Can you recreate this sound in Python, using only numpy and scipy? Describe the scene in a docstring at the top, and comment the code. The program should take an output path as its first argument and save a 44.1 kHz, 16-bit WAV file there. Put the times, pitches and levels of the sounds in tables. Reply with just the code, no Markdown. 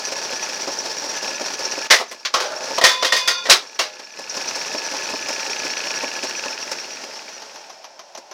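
"""A can crusher runs in a small workshop: filtered noise and fuzzy tones follow the speed of its motor,
which chirps once a turn, and of its belt wheel, which scrapes, squeals and knocks at fixed places.
A can is crushed in crackling noise bursts and drops into a ringing bin; another rattles down the feed
tube, waking its decaying modes, is crushed and drops too. Then the power is cut and the drive runs down
to a creep, while a second motor's steady drone stays and its ticks come ever more slowly."""
import sys
import numpy as np
from scipy import signal
from scipy.fft import rfft, irfft, next_fast_len
from scipy.io import wavfile
from scipy.ndimage import uniform_filter1d, minimum_filter1d

SR = 44100
rng = np.random.default_rng(int(sys.argv[2]) if len(sys.argv) > 2 else 0)


def wav_record(signal):
    """Record a signal, one row per channel, as 16-bit PCM in the file named by sys.argv[1]."""
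    frames = np.transpose(np.atleast_2d(signal))
    bounded = np.clip(frames, -1, 1)
    # unit amplitude maps onto the largest positive 16-bit level
    quanta = np.round(bounded * 32767).astype(np.int16)
    wavfile.write(sys.argv[1], SR, quanta)


N = 367353
TIME = np.arange(N) / SR  # seconds


def gain_of(db):
    """The decibel law: a level difference becomes an amplitude ratio."""
    return 10 ** (np.asarray(db) / 20)


def evened(x):
    """Normalisation by mean power: the rms becomes one."""
    return x / np.sqrt(np.mean(x ** 2) + 1e-20)


def add(mix, s, sound):
    """Linear superposition: a sound is summed into the mix from time s in seconds."""
    part = mix[round(s * SR):][:len(sound)]
    part += sound[:len(part)]


def noise(size, spectrum, lo_hz, hi_hz, peaks=()):
    """Source-filter principle: white noise takes on a band of a spectrum and its resonances, at rms one."""
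    hz = np.fft.rfftfreq(size, 1 / SR) + 1e-3  # keeps the logarithm finite at zero
    f, level = np.transpose(spectrum)
    db = np.interp(np.log(hz), np.log(f), level)
    for centre, width, lift in peaks:
        db = db + lift / (1 + (2 * (hz - centre) / width) ** 2)
    high_pass = 1 + (lo_hz / hz) ** 20
    low_pass = 1 + (hz / hi_hz) ** 20
    band = 1 / np.sqrt(high_pass * low_pass)
    white = rfft(rng.standard_normal(size))
    return evened(irfft(white * gain_of(db) * band, size))


def drift(size, rate_hz):
    """Low-pass random fluctuation: noise above the given rate is weakened, and the rms is one."""
    hz = np.fft.rfftfreq(size, 1 / SR)
    white = rfft(rng.standard_normal(size))
    return evened(irfft(white / (1 + (hz / rate_hz) ** 2), size))


def whistle(hz, width_hz):
    """Narrow-band noise: two random quadrature envelopes blur a tone that follows a pitch, at rms one."""
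    angle = 2 * np.pi * np.cumsum(hz * np.ones(N)) / SR
    size = next_fast_len(N)
    in_phase = drift(size, width_hz)[:N] * np.cos(angle)
    quadrature = drift(size, width_hz)[:N] * np.sin(angle)
    return evened(in_phase + quadrature)


STRIKE_DB, STRIKE_S = 1.5, 0.0033  # extra level at first contact and its decay time


def blow(levels_db, spectrum, peaks, t60, hold_s, rise_s, crackle_db, fizz_life):
    """Impact excitation: a thud under crackling snaps holds briefly, then decays, the fizz soonest."""
    t = np.arange(2 ** 15) / SR
    fall_db = STRIKE_DB * np.exp(-t / STRIKE_S) - 60 * np.maximum(t - hold_s, 0) / t60
    thud_db, snap_db, fizz_db = levels_db
    thud = noise(len(t), spectrum, 160, 1230, peaks) * gain_of(thud_db + fall_db)
    thud = thud * (1 - np.exp(-t / 0.0023))
    snap = noise(len(t), spectrum, 1110, 6830, peaks) * gain_of(snap_db + fall_db)
    fizz = noise(len(t), spectrum, 6400, 17000, peaks) * gain_of(fizz_db + fall_db / fizz_life)
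    crackle = evened(gain_of(crackle_db * drift(len(t), 380)))
    return thud + (snap + fizz) * crackle * (1 - np.exp(-t / rise_s))


def ring(modes):
    """Modal superposition: decaying sinusoids, weighted and detuned slightly anew at each blow."""
    t = np.arange(SR * 3 // 4) / SR
    chance = rng.uniform(-1.235, 1, (len(modes), 3))
    tones = np.zeros(len(t))
    for (hz, db, t60), (weight, detune, phase) in zip(modes, chance):
        level = gain_of(db + 2 * weight - 60 * t / t60)
        tones += level * np.sin(2 * np.pi * (hz * (1 + 0.0044 * detune) * t + phase))
    return tones * (1 - np.exp(-t / 0.0016)) * (1 - (t / t[-1]) ** 2)


def past(turns, place):
    """Phase of rotation: turns made past a place on the rim, within half a turn either way."""
    return (turns - place + .5) % 1 - .5


def whole_turns(turns):
    """Periodicity of rotation: the samples at which a new turn begins."""
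    return np.flatnonzero(np.diff(np.floor(turns)) > 0)


RUN_TURNS_PER_S, LOAD_SAG_TURNS_PER_S = 29.43, .1  # motor speed, and its loss while crushing
LOAD_FROM_S, LOAD_TO_S = 1.9, 3.6
POWER_OFF_S, CREEP_TURNS_PER_S = 5.96, 2.8
BRAKE_TURNS_PER_S2, BRAKE_EASE_S = 14.58, 20  # initial deceleration, and the time over which it eases
BELT_RATIO, FIRST_CHIRP_S, FIRST_KNOCK_S = 5.42, .023, .118  # motor turns per wheel turn; start times


def motion():
    """Kinematics of rotation: drive speed in turns per second, integrated to shaft and belt wheel turns."""
    off_s = np.maximum(TIME - POWER_OFF_S, 0)
    lost = BRAKE_TURNS_PER_S2 * BRAKE_EASE_S * (1 - np.exp(-off_s / BRAKE_EASE_S))
    sag = LOAD_SAG_TURNS_PER_S * ((TIME > LOAD_FROM_S) & (TIME < LOAD_TO_S))
    speed = np.maximum(RUN_TURNS_PER_S - sag - lost, CREEP_TURNS_PER_S)
    turns = np.cumsum(speed) / SR
    shaft = turns - np.interp(FIRST_CHIRP_S, TIME, turns)
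    wheel = (turns - np.interp(FIRST_KNOCK_S, TIME, turns)) / BELT_RATIO
    return speed, shaft, wheel


# Spectrum of the machine noise. Each row: frequency in Hz, relative level in dB.
MACHINE_SPECTRUM = [(24, -65), (40, -37.5), (290, -6.5), (382, -5.5), (516, 0.5), (680, -4), (918, -4.5),
                    (1150, -8), (1720, -9), (2000, -7.5), (2500, -9.5), (3470, -13.5), (5580, 0.5),
                    (8340, -22), (16000, -35)]
# Resonances of frame and motors. Each row: centre in Hz, width in Hz, lift in dB.
FRAME_RESONANCES = [(298, 180, 1), (546, 48, 0.5), (907, 76, 7), (1472, 72, 4.5), (1820, 23, 3.5),
                    (2060, 250, -4), (3030, 76.5, -6), (4355, 69, 6), (5440, 240, -0.5)]
# How hard the motor shaft rubs. Each row: time in seconds, relative level in dB.
SHAFT_RUB = [(0, -6.5), (.5, -0.5), (.75, -11), (1.0, -11), (1.25, 0.5), (1.5, -4), (1.85, -1), (2.3, -5),
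             (4.1, 1), (4.45, -2), (5.7, 3.5), (6.5, 5)]
# levels at running speed before their fluctuations; each power is the exponent of relative speed
RUMBLE_DB, RUMBLE_POWER = -36.5, 0.95
WHIRR_DB, WHIRR_POWER = -36.5, 0.93
WHINE_DB, WHINE_POWER = -41.5, 2.3
HISS_DB, HISS_POWER = -31.5, 1.02
ROLL_DB, ROLL_PLACE, ROLL_SHARE = 2.5, 0.18, 0.058  # extra rumble after each knock; shares of a turn


def drive(speed, shaft, wheel):
    """Speed scaling of friction noise: bands of noise and a whine grow as powers of the drive's speed."""
    pace, size = speed / RUN_TURNS_PER_S, next_fast_len(N)
    rub_db = np.interp(TIME, *np.transpose(SHAFT_RUB))
    scrape_db, squeal = wheel_rubbing(wheel, pace)
    grit_db = (1.9 * drift(size, 164)[:N] + 1.0 * drift(size, 20)[:N]) * np.sqrt(pace)
    roll_db = ROLL_DB * pace * np.exp(-(past(wheel, ROLL_PLACE) / ROLL_SHARE) ** 2)

    rumble = noise(size, MACHINE_SPECTRUM, 20, 1250, FRAME_RESONANCES)[:N]
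    rumble = rumble * gain_of(RUMBLE_DB + grit_db + roll_db) * pace ** RUMBLE_POWER
    whirr = noise(size, MACHINE_SPECTRUM, 1254, 3620, FRAME_RESONANCES)[:N]
    whirr_db = WHIRR_DB + 0.19 * rub_db + 1.1 * grit_db + 0.5 * scrape_db
    whirr = whirr * gain_of(whirr_db) * pace ** WHIRR_POWER
    whine = whistle(1700, 21) * gain_of(WHINE_DB + .5 * rub_db) * pace ** WHINE_POWER
    hiss = noise(size, MACHINE_SPECTRUM, 2900, 20000, FRAME_RESONANCES)[:N]
    hiss = hiss * gain_of(HISS_DB + grit_db + scrape_db * pace) * pace ** HISS_POWER
    return rumble + whirr + whine + hiss + squeal + chirping(speed, shaft, pace, rub_db)


# Rough spots on the belt wheel. Each row: place as a share of the turn after the knock, half length
# as a share of the turn, squeal level in dB at running speed, squeal pitch in Hz before it wavers and
# sinks, glide in Hz per half length.
WHEEL_SPOTS = [(.04, 0.0517, -34, 5250, 61), (.31, .11, -29.5, 5564, 128.5), (.72, .08, -28.5, 5847, -140)]
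SPOT_SCRAPE_DB, SQUEAL_POWER = 2.5, 1.28  # lift of the scraping; exponent of relative speed
SQUEAL_WIDTH_HZ, SQUEAL_SINK_HZ = 90, 250  # roughness; fall of pitch towards standstill


def wheel_rubbing(wheel, pace):
    """Rotational modulation of friction: rough spots lift the scraping and squeal at fixed rim places."""
    scrape_db, squeal = -1.5, 0
    for place, share, db, hz, glide_hz in WHEEL_SPOTS:
        along = np.clip(past(wheel, place) / share, -3, 3)
        touch = np.exp(-along ** 2)
        scrape_db = scrape_db + SPOT_SCRAPE_DB * touch
        waver_hz = 130 * drift(next_fast_len(N), 16)[:N]
        pitch_hz = hz + glide_hz * along - SQUEAL_SINK_HZ * (1 - pace) + waver_hz
        tone = whistle(pitch_hz, SQUEAL_WIDTH_HZ)
        squeal = squeal + tone * touch * gain_of(db) * pace ** SQUEAL_POWER
    return scrape_db, squeal


CHIRP_HZ, CHIRP_SWEEP_HZ_PER_S, CHIRP_HALF_S = 2517, 116000, 0.0018  # mid pitch, sweep, half length
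CHIRP_DB, CHIRP_POWER = -23.5, 1.5  # level before rub and chance; exponent of relative speed
SCUFF_DB, SCUFF_S = -9.5, .003  # noise within each chirp: level before the chirp's, half length


def chirping(speed, shaft, pace, rub_db):
    """Once-a-turn friction pulse: a high spot on the shaft rubs, sweeping the same pitches each time."""
    size = next_fast_len(N)
    away_s = past(shaft, 0) / speed
    cycles = CHIRP_HZ * away_s + CHIRP_SWEEP_HZ_PER_S * away_s ** 2 / 2
    tone = np.sin(2 * np.pi * cycles + 0.69 * drift(size, 350)[:N])
    tone = tone * np.exp(-(away_s / CHIRP_HALF_S) ** 2)
    scuff = noise(size, MACHINE_SPECTRUM, 1300, 4700, FRAME_RESONANCES)[:N]
    scuff = scuff * gain_of(SCUFF_DB) * np.exp(-(away_s / SCUFF_S) ** 2)
    level_db = CHIRP_DB + rub_db + 1.1 * drift(size, 19)[:N]
    return (tone + scuff) * gain_of(level_db) * pace ** CHIRP_POWER


# Dips of the running noise at the loud blows. 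Each row: start in seconds, depth in dB, hold in seconds.
NOISE_DIPS = [(1.868, 14.5, 0.47), (2.796, 10.5, 0.57), (3.47, 13, 0.62)]
DIP_ATTACK_S, DIP_RELEASE_S = 0.012, 0.31


def dipping():
    """Gain envelope: the running noise drops quickly at a loud blow, stays down and comes back."""
    dips_db = []
    for s, depth_db, hold_s in NOISE_DIPS:
        corners_s = np.cumsum([0, DIP_ATTACK_S, hold_s, DIP_RELEASE_S])
        dips_db.append(depth_db * np.interp(TIME - s, corners_s, [0, 1, 1, 0]))
    return gain_of(-np.max(dips_db, axis=0))


# The hard knocks. Each row: start in seconds, thud level in dB, scrape level in dB.
HARD_KNOCKS = [(.673, -21, -37), (1.275, -28.5, -43), (1.407, -24, -35), (1.775, -26.5, -41),
               (2.704, -26.5, -45), (4.188, -31.5, -36), (4.366, -26, -28.5), (4.554, -30, -26.5),
               (4.745, -24, -34), (4.936, -26.5, -35), (5.133, -23, -42), (5.286, -30.5, -28),
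               (6.033, -23.5, -31.5), (6.233, -26.5, -26.5), (6.455, -26, -37), (6.714, -31.5, -24.5),
               (8.174, -36.5, -37.5)]
# Frame resonances that a knock wakes. Each row: centre in Hz, width in Hz, lift in dB.
KNOCK_RESONANCES = [(288, 43, 12.5), (546, 37, 9), (924, 280, 5)]
# usual levels at full speed, scatter from turn to turn, fizz against scrape
KNOCK_THUD_DB, KNOCK_SCRAPE_DB, KNOCK_SCATTER_DB, KNOCK_FIZZ_DB = -31.5, -33, 1.5, -6.5


def knocking(speed, wheel, dip):
    """Periodic impact: the belt joint hits once a wheel turn, softer as it slows; some knocks land hard."""
    out, hard_s = np.zeros(N), np.transpose(HARD_KNOCKS)[0]
    at = whole_turns(wheel)
    force_db = 20 * np.log10(speed[at] / RUN_TURNS_PER_S * dip[at])
    force_db = force_db + KNOCK_SCATTER_DB * rng.standard_normal(len(at))
    usual = []
    for s, db in zip(TIME[at], force_db):
        if min(abs(hard_s - s)) > .02:  # a hard knock replaces the usual one
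            usual.append((s, KNOCK_THUD_DB + db, KNOCK_SCRAPE_DB + db))
    for s, thud_db, scrape_db in HARD_KNOCKS + usual:
        levels_db = [thud_db, scrape_db, scrape_db + KNOCK_FIZZ_DB]
        add(out, s, blow(levels_db, MACHINE_SPECTRUM, KNOCK_RESONANCES, t60=0.082, hold_s=0.0079,
                         rise_s=0.00058, crackle_db=1.0, fizz_life=0.96))
    return out


# Spectrum of the can noise. Each row: frequency in Hz, relative level in dB.
CAN_SPECTRUM = [(18, -47), (30, -33), (98, -40.5), (394, -8), (512, -3.5), (584, -7.5), (721, 0.5),
                (780, -7.5), (1910, -3), (2680, -5), (5450, -2), (7090, -12), (14800, -27), (16000, -27)]


def cans(rows, trim_db, wall_db, wall_width_hz, hold_s, rise_s, crackle_db):
    """Thin-shell resonance: aluminium crackles, with one resonance of the can wall standing out."""
    out = np.zeros(N)
    for s, thud, crunch, fizz, t60, wall_hz, *_ in rows:
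        lift_db = wall_db - 3 * np.log2(wall_hz / 1900)  # low wall modes stand out most
        wall = [(wall_hz, wall_width_hz, lift_db), (530, 120, 4), (1050, 150, 3)]
        levels_db = np.add([thud, crunch, fizz], trim_db)
        add(out, s, blow(levels_db, CAN_SPECTRUM, wall, t60, hold_s, rise_s, crackle_db, fizz_life=0.83))
    return out


# Cans buckle under the ram. Each row: start in seconds, thud, crunch and fizz levels in dB before
# the trim, decay time t60 in seconds, pitch of the can wall in Hz.
CAN_CRUSHES = [(1.901, -21.5, -13.5, -40, 0.073, 1910), (1.906, -14, -4.5, -17, 0.21, 1950),
               (1.997, -21.5, -30, -39, 0.12, 2220), (2.112, -32.5, -32, -41, 0.074, 2010),
               (3.453, -28, -24.5, -43, 0.14, 1900), (3.487, -17.5, -27, -38, 0.27, 1600),
               (3.497, -15.5, -2, -12, 0.17, 3930)]


def crushing():
    """Buckling of a thin shell: the ram folds a can in a dense, loud crunch."""
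    return cans(CAN_CRUSHES, trim_db=[-1, -1, -1], wall_db=9.5, wall_width_hz=290, hold_s=0.017,
                rise_s=0.001, crackle_db=1.5)


# A can strikes the feed tube. Each row: start in seconds, thud, clatter and fizz levels in dB before
# the trim, decay time t60 in seconds, pitch of the can wall in Hz, ring level in dB before its trim,
# depth down the tube from 0 to 1.
TUBE_STRIKES = [(2.78, -11.5, -16, -30, 0.07, 1244, -44, 0), (2.812, -16.5, -19, -32, 0.24, 1800, -27, 0),
                (2.838, -16, -5, -16, 0.31, 1835, -19.5, 0),
                (3.024, -15.5, -14.5, -31, 0.16, 2040, -32, 0.1),
                (3.046, -23.5, -15, -27, 0.22, 3200, -27, 0.2),
                (3.122, -21.5, -14.5, -26, 0.29, 1830, -22.5, 0.07),
                (3.164, -33, -20, -28.5, 0.27, 3500, -25, 0.33),
                (3.275, -21.5, -12, -21.5, 0.21, 1896, -23.5, 0.78)]
# Modes of the feed tube. 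Each row: frequency in Hz, relative level in dB when struck at the top,
# relative level in dB when struck at the bottom, decay time t60 in seconds.
TUBE_MODES = [(523, -4.5, -15, 0.55), (1015, 0, -34, 1.0), (1067, -21, -5, 1), (1416, -32, 7, 0.79),
              (1886, 17, -12, 0.073), (2115, -2.5, -8, 0.45), (2476, -5.5, -9, 1), (2870, -14, -4, 0.49),
              (3170, 1, -27, 0.27), (3490, -3, -7, 0.82), (3490, -6, -2, 0.7), (3750, -6, 0, 0.56),
              (4260, -23, -23, .33), (4300, -15, -14, .3), (4530, -6, -5, 0.51), (4560, -6, 0, 0.51),
              (5000, -12, -6, 0.75), (4970, -4, 4, 0.36), (5600, -18, -16, 0.36), (5860, -16, -4, 0.55),
              (6300, -9, 2, 0.35)]
PARTNER_SHARE, PARTNER_DB = .015, -5.5  # the tube is not quite round: each mode has a lower, weaker partner


def feeding():
    """Position-dependent modal excitation: a can rings the tube as it falls, until the ram grips it."""
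    out = cans(TUBE_STRIKES, trim_db=[-1.5, -1.5, -1.5], wall_db=10.0, wall_width_hz=114, hold_s=0.0041,
               rise_s=0.0012, crackle_db=1.5)
    ringing = np.zeros(N)
    for s, *_, ring_db, depth in TUBE_STRIKES:
        modes = [(hz, top + depth * (bottom - top), t60) for hz, top, bottom, t60 in TUBE_MODES]
        partners = [(hz * (1 - PARTNER_SHARE), db + PARTNER_DB, t60) for hz, db, t60 in modes]
        add(ringing, s, gain_of(ring_db - 0.3) * ring(modes + partners))
    return out + ringing * np.interp(TIME, [3.45, 3.55], [1, 0])


# Flattened cans drop and bounce. Each row: start in seconds, thud, clatter and fizz levels in dB
# before the trim, decay time t60 in seconds, pitch of the can wall in Hz.
CAN_DROPS = [(2.25, -33, -17, -37.5, 0.13, 5260), (2.339, -16.5, -14, -30, 0.22, 1150),
             (2.401, -25, -21, -35.5, 0.36, 1520), (3.79, -20, -14, -28.5, 0.22, 2720),
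             (3.994, -38.5, -37, -53, 0.094, 4960)]
# Modes of the bin under the machine. Each row: frequency in Hz, relative level in dB, t60 in seconds.
BIN_MODES = [(514, -3, 0.61), (613, -2, 0.48), (750, -24, 0.34), (826, -4, 0.67), (1376, -10, 0.69)]
# a flat can wobbles on the bin floor while its rim rasps: initial levels and fades
WOBBLE_S, WOBBLE_LENGTH_S = 2.345, 0.35
WOBBLE_DB, WOBBLE_FADE_DB_PER_S = -26.5, 37
RASP_DB, RASP_FADE_DB_PER_S = -33.5, 25


def dropping():
    """Forced and free vibration: flat cans clatter into the bin, which booms as they land and wobble."""
    out = cans(CAN_DROPS, trim_db=[-2, -1, -1], wall_db=5.0, wall_width_hz=200, hold_s=0.0065,
               rise_s=0.001, crackle_db=0.5)
    for s, thud_db, *_ in CAN_DROPS:
        add(out, s, gain_of(thud_db - 11.5) * ring(BIN_MODES))
    t = np.arange(0, WOBBLE_LENGTH_S, 1 / SR)
    edges = np.clip(np.minimum(t, WOBBLE_LENGTH_S - t) / .008, 0, 1)
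    boom = evened(sum(gain_of(db) * whistle(hz, 43) for hz, db, _ in BIN_MODES))
    boom = boom[:len(t)] * gain_of(WOBBLE_DB - WOBBLE_FADE_DB_PER_S * t)
    rasp_db = RASP_DB - RASP_FADE_DB_PER_S * t + 3.5 * drift(len(t), 60)
    rasp = noise(len(t), CAN_SPECTRUM, 460, 1720) * gain_of(rasp_db)
    add(out, WOBBLE_S, edges * (rasp + boom))
    return out


# Dry metal catches on the wheel. Each row: start in seconds, level in dB before a 5 dB lift.
WHEEL_CHINKS = [(.051, -24.5), (.788, -23), (1.652, -22), (1.712, -25), (4.297, -22.5), (4.366, -24.5),
                (4.482, -24), (6.623, -35)]


def chinking():
    """Short damped contact: narrow-band noise with a fast decay gives bright catches of metal on metal."""
    out, t = np.zeros(N), np.arange(4096) / SR
    for s, db in WHEEL_CHINKS:
        envelope = (1 - np.exp(-t / 0.00091)) * np.exp(-t / 0.006)
        add(out, s, noise(len(t), MACHINE_SPECTRUM, 5440, 6400) * gain_of(db + 5.0) * envelope)
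    return out


# Spectrum of the tick. Each row: frequency in Hz, relative level in dB.
TICK_SPECTRUM = [(100, -34), (600, -5), (1500, -4), (3000, -5), (4500, -5), (5600, -0.5), (7000, -10),
                 (9500, -31), (11300, -2), (12500, -13), (14500, -26)]
# Resonances of the ticking part. Each row: centre in Hz, width in Hz, lift in dB.
TICK_RESONANCES = [(6050, 730, 6), (800, 400, 6.5)]
FIRST_TICK_S, TICKS_PER_S, TICK_SLOWING_PER_S2 = 7.159, 7.89, 1.65  # start, initial rate, slowing
TICK_THUD_DB, TICK_CLICK_DB, TICK_FIZZ_DB, TICK_GROWTH_DB_PER_S = -38.5, -37.5, -57, 3.5  # initial levels


def ticking():
    """Decelerating periodic impact: the coasting second motor ticks once a turn, more firmly as it slows."""
    out, since_s = np.zeros(N), TIME - FIRST_TICK_S
    turns = TICKS_PER_S * since_s - TICK_SLOWING_PER_S2 * since_s ** 2 / 2
    for at in whole_turns(np.maximum(turns, -.5)):
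        growth_db = TICK_GROWTH_DB_PER_S * since_s[at]
        levels_db = np.add([TICK_THUD_DB, TICK_CLICK_DB, TICK_FIZZ_DB], growth_db)
        add(out, TIME[at], blow(levels_db, TICK_SPECTRUM, TICK_RESONANCES, t60=0.1, hold_s=0.0027,
                                rise_s=0.00086, crackle_db=-2.0, fizz_life=0.78))
    return out


def coasting():
    """Stationary band noise: the second motor's bearings drone steadily, whatever the drive's speed."""
    return noise(next_fast_len(N), MACHINE_SPECTRUM, 584, 960)[:N] * gain_of(-49)


def workshop(x, t60, wet_db):
    """Reverberation by convolution: a small cluttered room gives sparse reflections that die quickly."""
    t = np.arange(SR // 2) / SR
    reflected = rng.random(len(t)) < 2000 / SR  # about 2000 reflections a second
    taps = rng.standard_normal(len(t)) * reflected * (t > .004)
    tail = signal.lfilter(*signal.butter(1, 6000, fs=SR), taps * gain_of(-60 * t / t60))
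    return x + gain_of(wet_db) * signal.fftconvolve(x, tail / np.linalg.norm(tail))[:N]


def scene():
    """Superposition at one microphone: all sources and the room add up, alike in both channels."""
    speed, shaft, wheel = motion()
    dip = dipping()
    running = (drive(speed, shaft, wheel) + coasting()) * dip
    machine = running + knocking(speed, wheel, dip) + ticking() + chinking()
    sound = workshop(machine + crushing() + dropping() + feeding(), t60=0.19, wet_db=-16.5)
    return np.array([sound, sound])


LIMIT, LIMIT_WINDOW_S = 1, .0004  # amplitude ceiling, and the span that smooths the gain
EDGE_HZ = 16050


def record(dry):
    """Peak limiting and band limiting: loud peaks are held down, deep bass and the top octave trimmed."""
    window = round(LIMIT_WINDOW_S * SR)
    room = LIMIT / np.maximum(abs(dry), LIMIT)
    limited = dry * uniform_filter1d(minimum_filter1d(room, window), window)
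    thinned = signal.lfilter(*signal.butter(1, 45, "high", fs=SR), limited)
    low_pass = signal.firwin(511, EDGE_HZ, window=("kaiser", 9), fs=SR)
    return signal.oaconvolve(thinned, low_pass[None], "same")


dry = scene()
out = record(dry)
wav_record(out)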